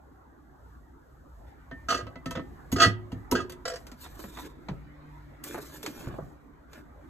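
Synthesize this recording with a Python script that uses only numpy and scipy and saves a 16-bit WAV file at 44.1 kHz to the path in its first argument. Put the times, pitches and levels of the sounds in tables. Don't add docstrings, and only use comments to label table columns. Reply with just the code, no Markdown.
import sys
import numpy as np
from scipy import signal
from scipy.fft import rfft, irfft, next_fast_len
from scipy.io import wavfile
from scipy.ndimage import uniform_filter1d

SR = 44100
rng = np.random.default_rng(int(sys.argv[2]) if len(sys.argv) > 2 else 0)


def master(y):
    cut = np.clip(np.atleast_2d(y).T, -1, 1)
    pcm = np.round(cut * 32767)
    wavfile.write(sys.argv[1], SR, pcm.astype(np.int16))


N = 312669
TIME_S = np.arange(N) / SR
RING_S = np.arange(SR // 2) / SR

# t/s, rumble/dB, drone/dB
BACKGROUND_TRIM = [(0.0, -58.5, -57), (1.2, -54.5, -57), (2.248, -51.5, -51.5), (5.208, -54, -54.5),
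                   (5.9, -62, -52.5), (6.12, -46, -46.5), (6.4, -60.5, -56.5), (7.09, -54, -54)]
# t/s, level/dB
AIR_TRIM = [(0, -87), (1.3, -100), (1.5, -71.5), (4.65, -71.5), (4.8, -66), (6.2, -69.5), (6.5, -77),
            (7.09, -73)]
# f/Hz, relative density/dB
RUMBLE_SPECTRUM = [(20, -36.5), (32, -28), (41, -2.5), (60, 5.5), (80, -5.5), (110, -10.5), (150, -9.5),
                   (200, -24), (400, -45.5)]
DRONE_SPECTRUM = [(100, -7), (190, -4), (270, 5), (350, -0.5), (480, -6), (750, -7), (1100, -7),
                  (1600, -11.5), (1900, -17), (2400, -38), (4000, -57)]
AIR_SPECTRUM = [(1000, -26), (1900, 8), (2300, 2.5), (2700, -8.5), (4000, -10), (6000, -23.5), (12000, -36)]
FINE_HISS_SPECTRUM = [(1500, -8.5), (3500, 4.5), (5000, -2.5), (7000, 0), (9000, -3.5), (13000, 0.5),
                      (14500, -4.5), (16000, -23)]
CLATTER_SPECTRUM = [(60, -18), (350, -11.5), (650, 4), (830, -10.5), (1050, -3.5), (1350, -0.5),
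                    (1900, 5.5), (2170, -3), (3000, 1), (3700, -5), (5000, -2), (7000, -12), (9000, -14.5),
                    (13000, -24), (16000, -33.5)]
TUB_SPECTRUM = [(60, -40), (200, -5.5), (450, 1), (900, 1), (1500, 0.5), (2500, -6), (4000, -12.5),
                (7000, -17.5), (10000, -27), (13500, -27), (16000, -41)]
RUB_HISS_SPECTRUM = [(1500, -21.5), (2800, -5.5), (4000, 1), (5200, -2), (7000, 0.5), (9000, -1.5),
                     (13000, 0.5), (14400, 1.5), (15500, -19.5)]
RUB_BODY_SPECTRUM = [(120, -8), (300, 13), (700, -2.5), (1400, -1.5), (2100, -7), (3000, -8), (5000, -17),
                     (9000, -29)]
# mean f/Hz, level before the hum trim/dB
HUM_TONES = [(148, -62), (296, -66)]
# t/s, level/dB
HUM_TRIM = [(0, -13.5), (4.0, -1), (4.8, 9.5), (7.09, -0.5)]
# f/Hz, t60/s
ROOM_T60 = [(100, 0.99), (500, 0.33), (3000, 0.29), (8000, 0.081), (14000, 0.054)]

# f/Hz, likeness (1 = same)
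NEAR_LIKENESS = [(50, 0.94), (300, 1), (600, 0.16), (1400, 1), (2300, 0.17), (4500, 0.57), (7000, 1),
                 (13000, 0.95)]
FAR_LIKENESS = [(50, 0.7), (150, 0.56), (300, 0.29), (600, 0.02), (2500, .05), (4500, .3), (7000, 0.17),
                (13000, .55)]
# f/Hz, left lead/rad
PORT_PHASE = [(20, 0), (400, -.2), (700, -.5), (1200, .4), (2200, 0), (3100, 2.1), (3900, 1.5), (4900, 3.1),
              (6600, 6.1), (7300, 6.4), (9500, 9.4), (10000, 9.5), (11900, 12.5), (12800, 12.7),
              (14700, 15.6)]
# f/Hz, left-right/dB
PORT_BALANCE = [(40, 0), (120, -0.5), (300, -2), (600, -1.5), (1200, -0.5), (2400, -0.5), (4500, -0.5),
                (14000, 0)]
# f/Hz, level/dB
MIC_COLOUR = [(20, -3.5), (8600, -4.5), (9300, -4.5), (9900, -16.5), (10700, -5.5), (14000, -6),
              (14900, -9), (16000, -4.5)]
EDGE_HZ = 16000

# t/s, level/dB, f of the yielding wall/Hz
BUMPS = [(2.385, -34, 262), (2.728, -26.5, 210), (3.322, -20.5, 235), (3.353, -26.5, 396),
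         (3.92, -43.5, 228), (4.197, -52, 251), (4.244, -38.5, 182), (4.452, -50, 285), (4.69, -31, 169),
         (4.712, -29.5, 123), (5.545, -35.5, 321), (5.84, -37.5, 372), (5.875, -34, 278),
         (6.073, -30.5, 115), (6.127, -38.5, 109), (6.189, -38.5, 142), (6.225, -38, 129)]
# t/s, level/dB, softness/(dB/kHz), f of the struck wall/Hz
KNOCKS = [(3.867, -52.5, 1.5, 1480), (3.915, -51.5, 1.94, 1005), (4.041, -56, 1, 776),
          (4.061, -44.5, 4, 730), (4.192, -36.5, 8.5, 575), (4.239, -37.5, 6, 550), (4.371, -40, 4, 1210),
          (4.386, -41, 5, 806), (4.685, -34.5, 4.5, 872), (5.438, -53, -1, 1995), (5.543, -27.5, 8.5, 470),
          (5.556, -36.5, 6.5, 870), (5.579, -29, 9.5, 683), (5.829, -46, 1, 580), (5.861, -35.5, 2.1, 440),
          (6.069, -41, 6.5, 694), (6.103, -37, 13, 1220), (6.139, -36, 10, 646), (6.185, -18, 20, 659),
          (6.731, -51.5, 2, 1330)]
# t/s, level/dB
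RUBS = [
    [(3.78, -57), (3.97, -74), (4.0, -58), (4.44, -53), (4.53, -68)],
    [(5.435, -56), (5.45, -42), (5.58, -47.5), (5.7, -51), (5.8, -50.5), (5.95, -49.5), (6.06, -54),
     (6.12, -64), (6.3, -69), (6.5, -79.5)],
]
# middle t/s, half length/s, body/dB, hiss/dB
SCUFFS = [(1.497, 0.025, -56.5, -71), (4.022, 0.024, -50.5, -48), (4.223, 0.041, -56, -48),
          (4.39, 0.047, -56, -47), (4.458, 0.016, -38.5, -55), (5.496, 0.026, -40.5, -45.5),
          (5.527, 0.012, -41, -60), (5.612, 0.023, -47, -46), (5.753, 0.019, -42, -42.5),
          (5.984, 0.041, -46, -50), (6.05, 0.059, -43, -72), (6.764, 0.033, -46, -60.5)]
# middle t/s, half length/s, level/dB
CREAKS = [(4.05, 0.024, -46.5), (4.394, 0.032, -44), (4.397, 0.16, -57), (5.753, .022, -52),
          (5.859, 0.015, -41.5)]
# t/s, level/dB
JAR_PINGS = [(1.716, -41), (2.263, -44.5), (2.35, -43)]
# t/s, level/dB, f favoured by the blow/Hz
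THUMPS = [(1.957, -46, 281), (2.029, -35, 88.4), (2.261, -32, 206), (2.359, -35.5, 150),
          (2.725, -22.5, 243), (2.742, -29.5, 75), (2.766, -27.5, 355), (2.864, -19, 107),
          (2.874, -25, 257), (3.128, -28.5, 210), (3.16, -33, 116.5), (3.317, -23.5, 398),
          (3.354, -30, 433), (3.398, -41, 400), (3.426, -39, 119), (3.445, -38.5, 375)]
# t/s, level/dB, softness/(dB/kHz), f favoured/Hz
TAPS = [(1.712, -38.5, 4.5, 1550), (2.067, -39, 3.5, 1360), (2.156, -40, 4, 2040), (2.258, -34, 2, 1400),
        (2.308, -36, 1.2, 1130), (2.352, -33.5, 3, 3300), (2.357, -35.5, 3, 1550),
        (2.371, -30.5, 4.5, 1290), (2.393, -35, 5, 1290), (2.717, -44, -1, 6700), (2.724, -40, 0, 6700),
        (3.118, -45.5, 1.6, 950), (3.313, -34.5, -1, 1242), (3.321, -26, 3, 956),
        (3.496, -47.5, 0.27, 3980), (3.52, -49.5, 0.5, 4020)]
# t/s, level/dB, softness/(dB/kHz), trim of the lowest band/dB, f favoured/Hz
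CLACKS = [(1.885, -22, 1.6, -4, 1370), (1.902, -20.5, 1.5, 0, 1270), (1.921, -21.5, 2.5, 2.5, 1280),
          (1.943, -23, 2, 2.5, 1300), (1.973, -41, -0.5, -12, 1930), (1.987, -40, 2, 14.5, 1450),
          (2.002, -32, 4.5, -1, 1360), (2.759, -27.5, 1.74, -0.5, 1210), (2.783, -26, 2, 7, 1610),
          (2.7987, -13.5, 2, -5.5, 1260), (2.809, -19, 2, 0.5, 1400), (2.817, -12.5, 1.5, -7, 1290),
          (2.829, -13, 2.44, -2, 2000), (2.84, -16, 3, -2, 1300), (2.851, -17.5, 2.5, 1, 1270),
          (3.3505, -20, 2.5, -7, 1520), (3.373, -29, 3, -9, 1610), (3.387, -25.5, 4.5, -2, 1290),
          (3.401, -36, 1.5, -11, 1870)]
# t/s, level/dB, softness/(dB/kHz), trim of the lowest band/dB, f favoured/Hz
SKIDS = [(3.6535, -32.5, 0.5, 10.5, 1399), (3.678, -35.5, -2.5, 13, 1390), (3.699, -39.5, .3, 13, 1440),
         (3.718, -45, -1, 17.5, 470), (3.736, -45, 0, 19, 450), (3.757, -45, -0.1, 10, 1640)]

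# f/Hz, relative level/dB, t60/s, left-right/dB
TUB_WALL_MODES = [(756, -14, .03, -6), (970, 5, 0.042, 0), (1360, 3, 0.027, -7), (1390, -9, .04, -6),
                  (1900, -3, 0.034, 0), (2600, -2, 0.017, -7), (3590, 0, .02, -16), (4000, 5.5, 0.013, 0)]
JAR_MODES = [(1810, -6, 0.31, -0.5), (3080, -28, 0.12, -11)]
SHELF_MODES = [(63.8, -2.5, 0.22, 5.5), (82, 5, 0.26, 3), (106.2, 17.5, 0.29, -3), (139, 4, 0.071, 0.5),
               (164.9, 0.5, 0.28, 4.5), (254.5, 1, 0.16, 2), (271.4, 2.5, 0.13, -1.5),
               (359.6, -7.5, 0.78, 0.5), (388, -1, 0.19, 1.5), (399, -9, 0.27, 0.5),
               (454, -9.5, 0.17, -3.5)]
# f/Hz, relative level/dB, undamped t60/s, left-right/dB
PLATE_MODES = [(479.5, 1, .12, -0.5), (681, 2, 0.22, 4), (1230, -8, 0.28, -7), (1248, 1, .09, -5),
               (1270, 2, 0.082, -5), (1399, 1.5, 0.064, -1.5), (1540, -3, 0.1, 1.5), (1603, -3, 0.17, 0),
               (1621, -4, 0.13, -.5), (1941, -9, .22, -1.5), (2658, -4, 0.22, -6), (3010, -2.5, 0.09, -5),
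               (3000, -9.5, 0.18, -5), (3320, -2, 0.18, -2), (4330, -1, 0.19, 3.5), (4490, -4, 0.15, -1.5),
               (4620, 0.5, .11, 0.5), (5270, -5, .1, 0.5), (6030, -6.5, .11, 0), (6040, -9, 0.15, 2),
               (6630, -3.5, .13, 3), (7300, -8, 0.099, -2)]
FOOT_MODES = [(450.7, -7, 0.13, 5), (501.4, 1, 0.12, -1.5), (673, -6, 0.25, 4), (1360, -0.5, 0.039, -3),
              (1644, -5, 0.11, 1), (1970, -10, 0.28, 2), (2444, -19, 0.14, -6), (2980, -4, 0.3, -3),
              (3260, 1, 0.096, -9), (3900, 2, 0.059, 1), (4720, 3.5, 0.096, -1), (5475, 3.5, 0.088, -2),
              (6710, -5, 0.039, 2)]
WIRE_MODES = [(510, -1.5, .15, -2.5), (668, -6.5, 0.26, 5.5), (962, -1, .11, -1), (1110, -4.5, 0.054, -2.5),
              (1288, -3, 0.2, -4), (1537, -5, 0.12, 0), (2011, -5, 0.29, -2.5), (2640, -7, 0.21, -5),
              (3014, -10.5, 0.11, -2.5), (3470, -4, .1, -3.5), (4565, -1.5, 0.16, -0.5),
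              (5780, -12.5, 0.051, 1.5), (6660, -8, 0.14, 2), (12900, -5.5, 0.025, 2)]

# low f/Hz, high f/Hz
BANDS = [(400, 800), (870, 2000), (2500, 8000), (10500, 14500)]
# low f/Hz, high f/Hz
SLIP_BANDS = [(400, 800), (1000, 1800), (2300, 4000), (5500, 8500)]
SLIP_HARD_DB = [-9, 0, -7.5, -2.5]
TAP_HARD_DB = [-2.5, -0.5, 1.5, 3]
KNOCK_HARD_DB = [-3.5, 0.5, 9.5, 15]

RATTLE_FROM_DB, RATTLE_DB_PER_DB = -22.5, 0.45
# dB relative to the contact, f favoured/Hz
CLACK_PUSH, TAP_PUSH = (-16, 290), (-2.5, 230)
PUSH_LAG_S = 0.004
FAVOUR_OCTAVES = 0.28
PLACE_DB = 3
BEND_S = 0.016
HELD = 0.62


def amp(db):
    return 10 ** (np.asarray(db) / 20)


def rms(x):
    return np.sqrt(np.mean(x ** 2) + 1e-20)


def attack_level(x):
    return rms(x[..., :SR // 50])


def dying(t60_s):
    return np.exp(-np.log(1000) * RING_S / max(t60_s, 1e-3))


def onset(rise_s):
    return 1 - np.exp(-RING_S / rise_s)


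def track(points, *outside):
    return np.interp(TIME_S, *np.transpose(points), *outside)


def read(points, hz):
    f, value = np.transpose(points)
    return np.interp(np.log(hz + 1), np.log(f + 1), value)


def bins(x):
    return np.fft.rfftfreq(x.shape[-1], 1 / SR)


def pad_for_fft(x, tail):
    size = x.shape[1]
    return np.pad(x, ((0, 0), (0, next_fast_len(size + tail, True) - size)))


def add(mix, s, sound):
    part = mix[:, max(round(s * SR), 0):][:, :sound.shape[1]]
    part += sound[:, :part.shape[1]]


def colour(x, spectrum):
    padded = pad_for_fft(x, SR // 20)
    shaped = rfft(padded) * amp(read(spectrum, bins(padded)))
    return irfft(shaped, padded.shape[1])[:, :x.shape[1]]


def noise(spectrum, likeness, size, ripple_db=0, ripple_hz=70):
    white = rng.standard_normal((2, next_fast_len(size, True)))
    hz, knots = bins(white), rng.standard_normal(SR // 50)
    ripple = ripple_db * np.interp(hz / ripple_hz, np.arange(len(knots)), knots)
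    ripple *= np.minimum(hz / 3000, 1)
    a, b = rfft(white) * amp(read(spectrum, hz) + ripple)
    same = np.clip(read(likeness, hz), -1, 1)
    right = same * a + np.sqrt(1 - same ** 2) * b
    pair = irfft([a, right], white.shape[1])[:, :size]
    return pair / rms(pair)


def wander(per_s):
    knots = rng.standard_normal(int(N / SR * per_s) + 2)
    return np.interp(TIME_S * per_s, np.arange(len(knots)), knots / rms(knots))


def patchy(x, depth_db, size):
    z = signal.stft(x, nperseg=1024)[2]
    field = rng.standard_normal(z.shape[1:])
    field = uniform_filter1d(uniform_filter1d(field, size, 0), 6, 1)
    gain = amp(depth_db * field / rms(field))
    return signal.istft(z * gain / rms(gain), nperseg=1024)[1][:, :N]


def grains(per_s, spread_db):
    size = amp(spread_db * np.minimum(rng.exponential(1, N), 3)) * rng.choice([-1, 1], N)
    slips = size * (rng.random(N) < per_s / SR)
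    return slips / rms(slips)


def excite(force, response):
    sound = signal.oaconvolve(force[None], response[:, :SR // 10], axes=1)[:, :N]
    return sound / rms(sound)


def ring(modes, bend=0):
    clock = RING_S + bend * BEND_S * (1 - np.exp(-RING_S / BEND_S))
    sides = np.array([[.5], [-.5]])
    out = np.zeros((2, len(RING_S)))
    for (hz, db, t60_s, pan_db), (sign, skew) in zip(modes, rng.choice([-1, 1], (len(modes), 2))):
        offset = skew * np.arccos(np.clip(read(NEAR_LIKENESS, hz), -1, 1)) * min(hz / 2500, 1)
        wave = np.sin(2 * np.pi * hz * clock + sides * offset)
        out += sign * amp(db + sides * pan_db) * dying(t60_s) * wave
    return out / attack_level(out)


def band_levels(bands, hard_db, db, softness):
    khz = np.sqrt(np.prod(bands, axis=1)) / 1000
    return db + np.array(hard_db) - max(softness, 0) * khz


def voiced(sound, bands, band_db):
    head = np.pad(sound[:, :SR // 50], ((0, 0), (0, SR // 50)))
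    power = np.mean(abs(rfft(head)) ** 2, 0) * (2 / head.shape[1]) ** 2
    hz = bins(head)
    gains = []
    for (lo, hi), db in zip(bands, band_db):
        now_db = 10 * np.log10(power[(hz > lo) & (hz < hi)].sum())
        gains.append((np.sqrt(lo * hi), db - now_db))
    return colour(sound, gains)


def blow(modes, hz, thud_edges_db, thud_db, thud_t60_s, rise_s, bend=0):
    at_70_hz, at_octave, at_1500_hz = thud_edges_db
    spectrum = [(25, -28), (70, at_70_hz), (hz, 0), (2 * hz, at_octave), (1500, at_1500_hz), (6000, -80)]
    thud = noise(spectrum, NEAR_LIKENESS, size=len(RING_S)) * dying(thud_t60_s)
    sound = (ring(modes, bend) + amp(thud_db) * thud / attack_level(thud)) * onset(rise_s)
    return sound / attack_level(sound)


def background(rumble_db=5, drone_db=4, air_db=6, hiss_db=-79, lumps_db=2):
    t, *columns = np.transpose(BACKGROUND_TRIM)
    low, middle = (np.interp(TIME_S, t, c) for c in columns)
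    rumble_gain = amp(rumble_db + low + lumps_db * wander(7.2))
    rumble = rumble_gain * noise(RUMBLE_SPECTRUM, NEAR_LIKENESS, size=N)
    drone = amp(drone_db + middle) * noise(DRONE_SPECTRUM, FAR_LIKENESS, size=N)
    air = amp(air_db + track(AIR_TRIM)) * noise(AIR_SPECTRUM, FAR_LIKENESS, size=N)
    hiss = amp(hiss_db) * noise(FINE_HISS_SPECTRUM, FAR_LIKENESS, size=N)
    return rumble + patchy(drone + air, depth_db=4.0, size=4) + hiss


def hum(waver_hz=1.9, waver_db=2):
    trim, out = track(HUM_TRIM), 0
    for hz, db in HUM_TONES:
        level = amp(db + trim + waver_db * wander(6.9)) * np.sqrt(2)
        phase = 2 * np.pi * np.cumsum(hz + waver_hz * wander(7.4)) / SR
        out = out + level * np.sin(phase)
    return out


def room(x):
    hz, t, z = signal.stft(rng.standard_normal((2, len(RING_S))), SR, nperseg=256)
    decay = np.exp(-np.log(1000) * t / read(ROOM_T60, hz)[:, None])
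    tail = signal.istft(z * decay, SR, nperseg=256)[1]
    tail[:, :SR // 100] = 0
    return signal.fftconvolve(x, tail / np.linalg.norm(tail[0]), axes=1)[:, :N]


def door():
    out = np.zeros((2, N))
    for s, db, hz in BUMPS:
        sound = blow([(hz, 0, 0.11, 0)], hz, (-4, -7, -36), thud_db=-6, thud_t60_s=0.25, rise_s=0.00078, bend=0.24)
        add(out, s, amp(db) * sound)
    return out


def rubbing(body_db=0, grain_db=0.0, catch_db=3.0, drift_db=3.5, body_t60_s=0.026):
    slide = sum(amp(track(rows, -120, -120)) for rows in RUBS)
    hiss_power, body_power = slide ** 2, (amp(body_db) * slide) ** 2
    for s, half_s, press_db, edge_db in SCUFFS:
        stroke = np.exp(-((TIME_S - s) / half_s) ** 2)
        hiss_power = hiss_power + stroke * amp(edge_db) ** 2
        body_power = body_power + stroke * amp(press_db) ** 2
    response = noise(RUB_BODY_SPECTRUM, NEAR_LIKENESS, size=len(RING_S)) * dying(body_t60_s)
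    crackle = excite(grains(per_s=600, spread_db=3), response)
    grip = amp(grain_db * wander(640) + catch_db * wander(70))
    hiss = noise(RUB_HISS_SPECTRUM, NEAR_LIKENESS, size=N) * grip / rms(grip)
    return patchy(np.sqrt(hiss_power) * hiss + np.sqrt(body_power) * crackle, drift_db, size=6)


def creaks():
    level = sum(amp(db) * np.exp(-((TIME_S - s) / half_s) ** 2) for s, half_s, db in CREAKS)
    return level * excite(grains(per_s=540, spread_db=0.0), ring(TUB_WALL_MODES))


def tubs(hollow_t60_s=0.1, snap_t60_s=0.025, hollow_db=-4, rise_s=0.0013, note_db=-4, note_t60_s=0.064):
    out = np.zeros((2, N))
    for s, db, softness, hz in KNOCKS:
        snap = noise(TUB_SPECTRUM, NEAR_LIKENESS, size=len(RING_S), ripple_db=6) * dying(snap_t60_s)
        dark = colour(noise(TUB_SPECTRUM, NEAR_LIKENESS, size=len(RING_S)), [(1500, 1.0), (5000, -1.8)])
        hollow = amp(hollow_db) * dark * dying(hollow_t60_s)
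        note = amp(note_db) * attack_level(snap) * ring([(hz, 0, note_t60_s, 0)])
        sound = (snap + note + hollow) * onset(rise_s)
        add(out, s, voiced(sound, BANDS, band_levels(BANDS, KNOCK_HARD_DB, db, softness)))
    return out


def jar():
    out, ping = np.zeros((2, N)), ring(JAR_MODES)
    for s, db in JAR_PINGS:
        add(out, s, amp(db) * ping)
    return out


def pushes():
    kinds = [(CLACKS, CLACK_PUSH), (TAPS, TAP_PUSH)]
    return [(s + PUSH_LAG_S, db + push_db, hz)
            for rows, (push_db, hz) in kinds for s, db, *_ in rows]


def shelf(octaves=0.28):
    out = np.zeros((2, N))
    for s, db, hz in THUMPS + pushes():
        modes = [(f, level - 10 * np.log10(1 + (np.log2(f / hz) / octaves) ** 4), t60_s, pan)
                 for f, level, t60_s, pan in SHELF_MODES]
        sound = blow(modes, hz, (-2, -9, -40), thud_db=-7, thud_t60_s=0.2, rise_s=0.00055)
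        add(out, s, amp(db) * sound)
    return out


def contacts(rows, bands, modes, liner_db, liner_t60_s, clatter_db, clatter_t60_s, chatter, chatter_t60_s,
             rise_s, favour_db, crack_db, detune, bend):
    out, size = np.zeros((2, N)), len(RING_S)
    liner = noise(CLATTER_SPECTRUM, NEAR_LIKENESS, size, ripple_db=4.0) * dying(liner_t60_s)
    liner *= amp(liner_db) / attack_level(liner)
    mode_hz = np.array(modes)[:, 0]
    for s, favoured_hz, band_db in rows:
        chance, shifts = rng.uniform(-1, 1, (2, len(modes)))
        nearness = np.exp(-(np.log2(mode_hz / favoured_hz) / FAVOUR_OCTAVES) ** 2)
        place_db = favour_db * nearness + PLACE_DB * chance
        struck = [(hz * (1 + detune * shift), db + lift, t60_s * HELD, pan)
                  for (hz, db, t60_s, pan), lift, shift in zip(modes, place_db, shifts)]
        body = ring(struck, bend) + liner
        bounces = rng.standard_normal(size) * (rng.random(size) < 900 / SR)
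        force = chatter * bounces * dying(chatter_t60_s)
        force[0] = 1
        tone = signal.fftconvolve(body, force[None, :SR // 10], axes=1)[:, :size]
        rattle_decay = dying(clatter_t60_s) + amp(crack_db) * dying(0.014)
        clatter = noise(CLATTER_SPECTRUM, NEAR_LIKENESS, size, ripple_db=9.0) * rattle_decay
        sound = tone / attack_level(tone) + amp(clatter_db) * clatter / attack_level(clatter)
        add(out, s, voiced(sound * onset(rise_s), bands, band_db))
    return out


def slip(s, db, softness, body_db, favoured_hz):
    rattle_db = RATTLE_DB_PER_DB * max(db - RATTLE_FROM_DB, 0)
    levels = band_levels(SLIP_BANDS, SLIP_HARD_DB, db, softness) + [body_db, 0, rattle_db, 0]
    return s, favoured_hz, levels


def plate():
    slip_rows = [slip(*row) for row in CLACKS]
    tap_rows = [(s, hz, band_levels(BANDS, TAP_HARD_DB, db, softness)) for s, db, softness, hz in TAPS]
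    skid_rows = [slip(*row) for row in SKIDS]
    slips = contacts(
        slip_rows, SLIP_BANDS, PLATE_MODES, liner_db=-9, liner_t60_s=0.15, clatter_db=-11,
        clatter_t60_s=0.08, chatter=0.22, chatter_t60_s=0.045, rise_s=0.0048, favour_db=12,
        crack_db=-2.0, detune=0.002, bend=0.0046)
    taps = contacts(
        tap_rows, BANDS, WIRE_MODES, liner_db=-3.0, liner_t60_s=0.092, clatter_db=-3.0,
        clatter_t60_s=0.1, chatter=0.4, chatter_t60_s=0.048, rise_s=0.0014, favour_db=13.5,
        crack_db=12.5, detune=0.0075, bend=0.0056)
    skids = contacts(
        skid_rows, SLIP_BANDS, FOOT_MODES, liner_db=-9, liner_t60_s=0.11, clatter_db=-3.5,
        clatter_t60_s=0.087, chatter=0.19, chatter_t60_s=0.063, rise_s=0.0024, favour_db=12.5,
        crack_db=3.0, detune=0.0065, bend=0.01)
    return slips + taps + skids


def scene(room_db=-21):
    near = door() + rubbing() + creaks() + tubs() + jar() + shelf() + plate()
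    return background() + hum() + amp(room_db) * room(near) + near


def record(dry):
    padded = pad_for_fft(dry, SR // 10)
    hz, sides = bins(padded), np.array([[.5], [-.5]])
    gain_db = sides * read(PORT_BALANCE, hz) + read(MIC_COLOUR, hz)
    ports = np.exp(1j * sides * read(PORT_PHASE, hz)) * amp(gain_db)
    heard = irfft(rfft(padded) * ports, padded.shape[1])[:, :N]
    lowpass = signal.firwin(511, EDGE_HZ, window=("kaiser", 9), fs=SR)
    return signal.oaconvolve(heard, lowpass[None], "same")


dry = scene()
out = record(dry)
master(out)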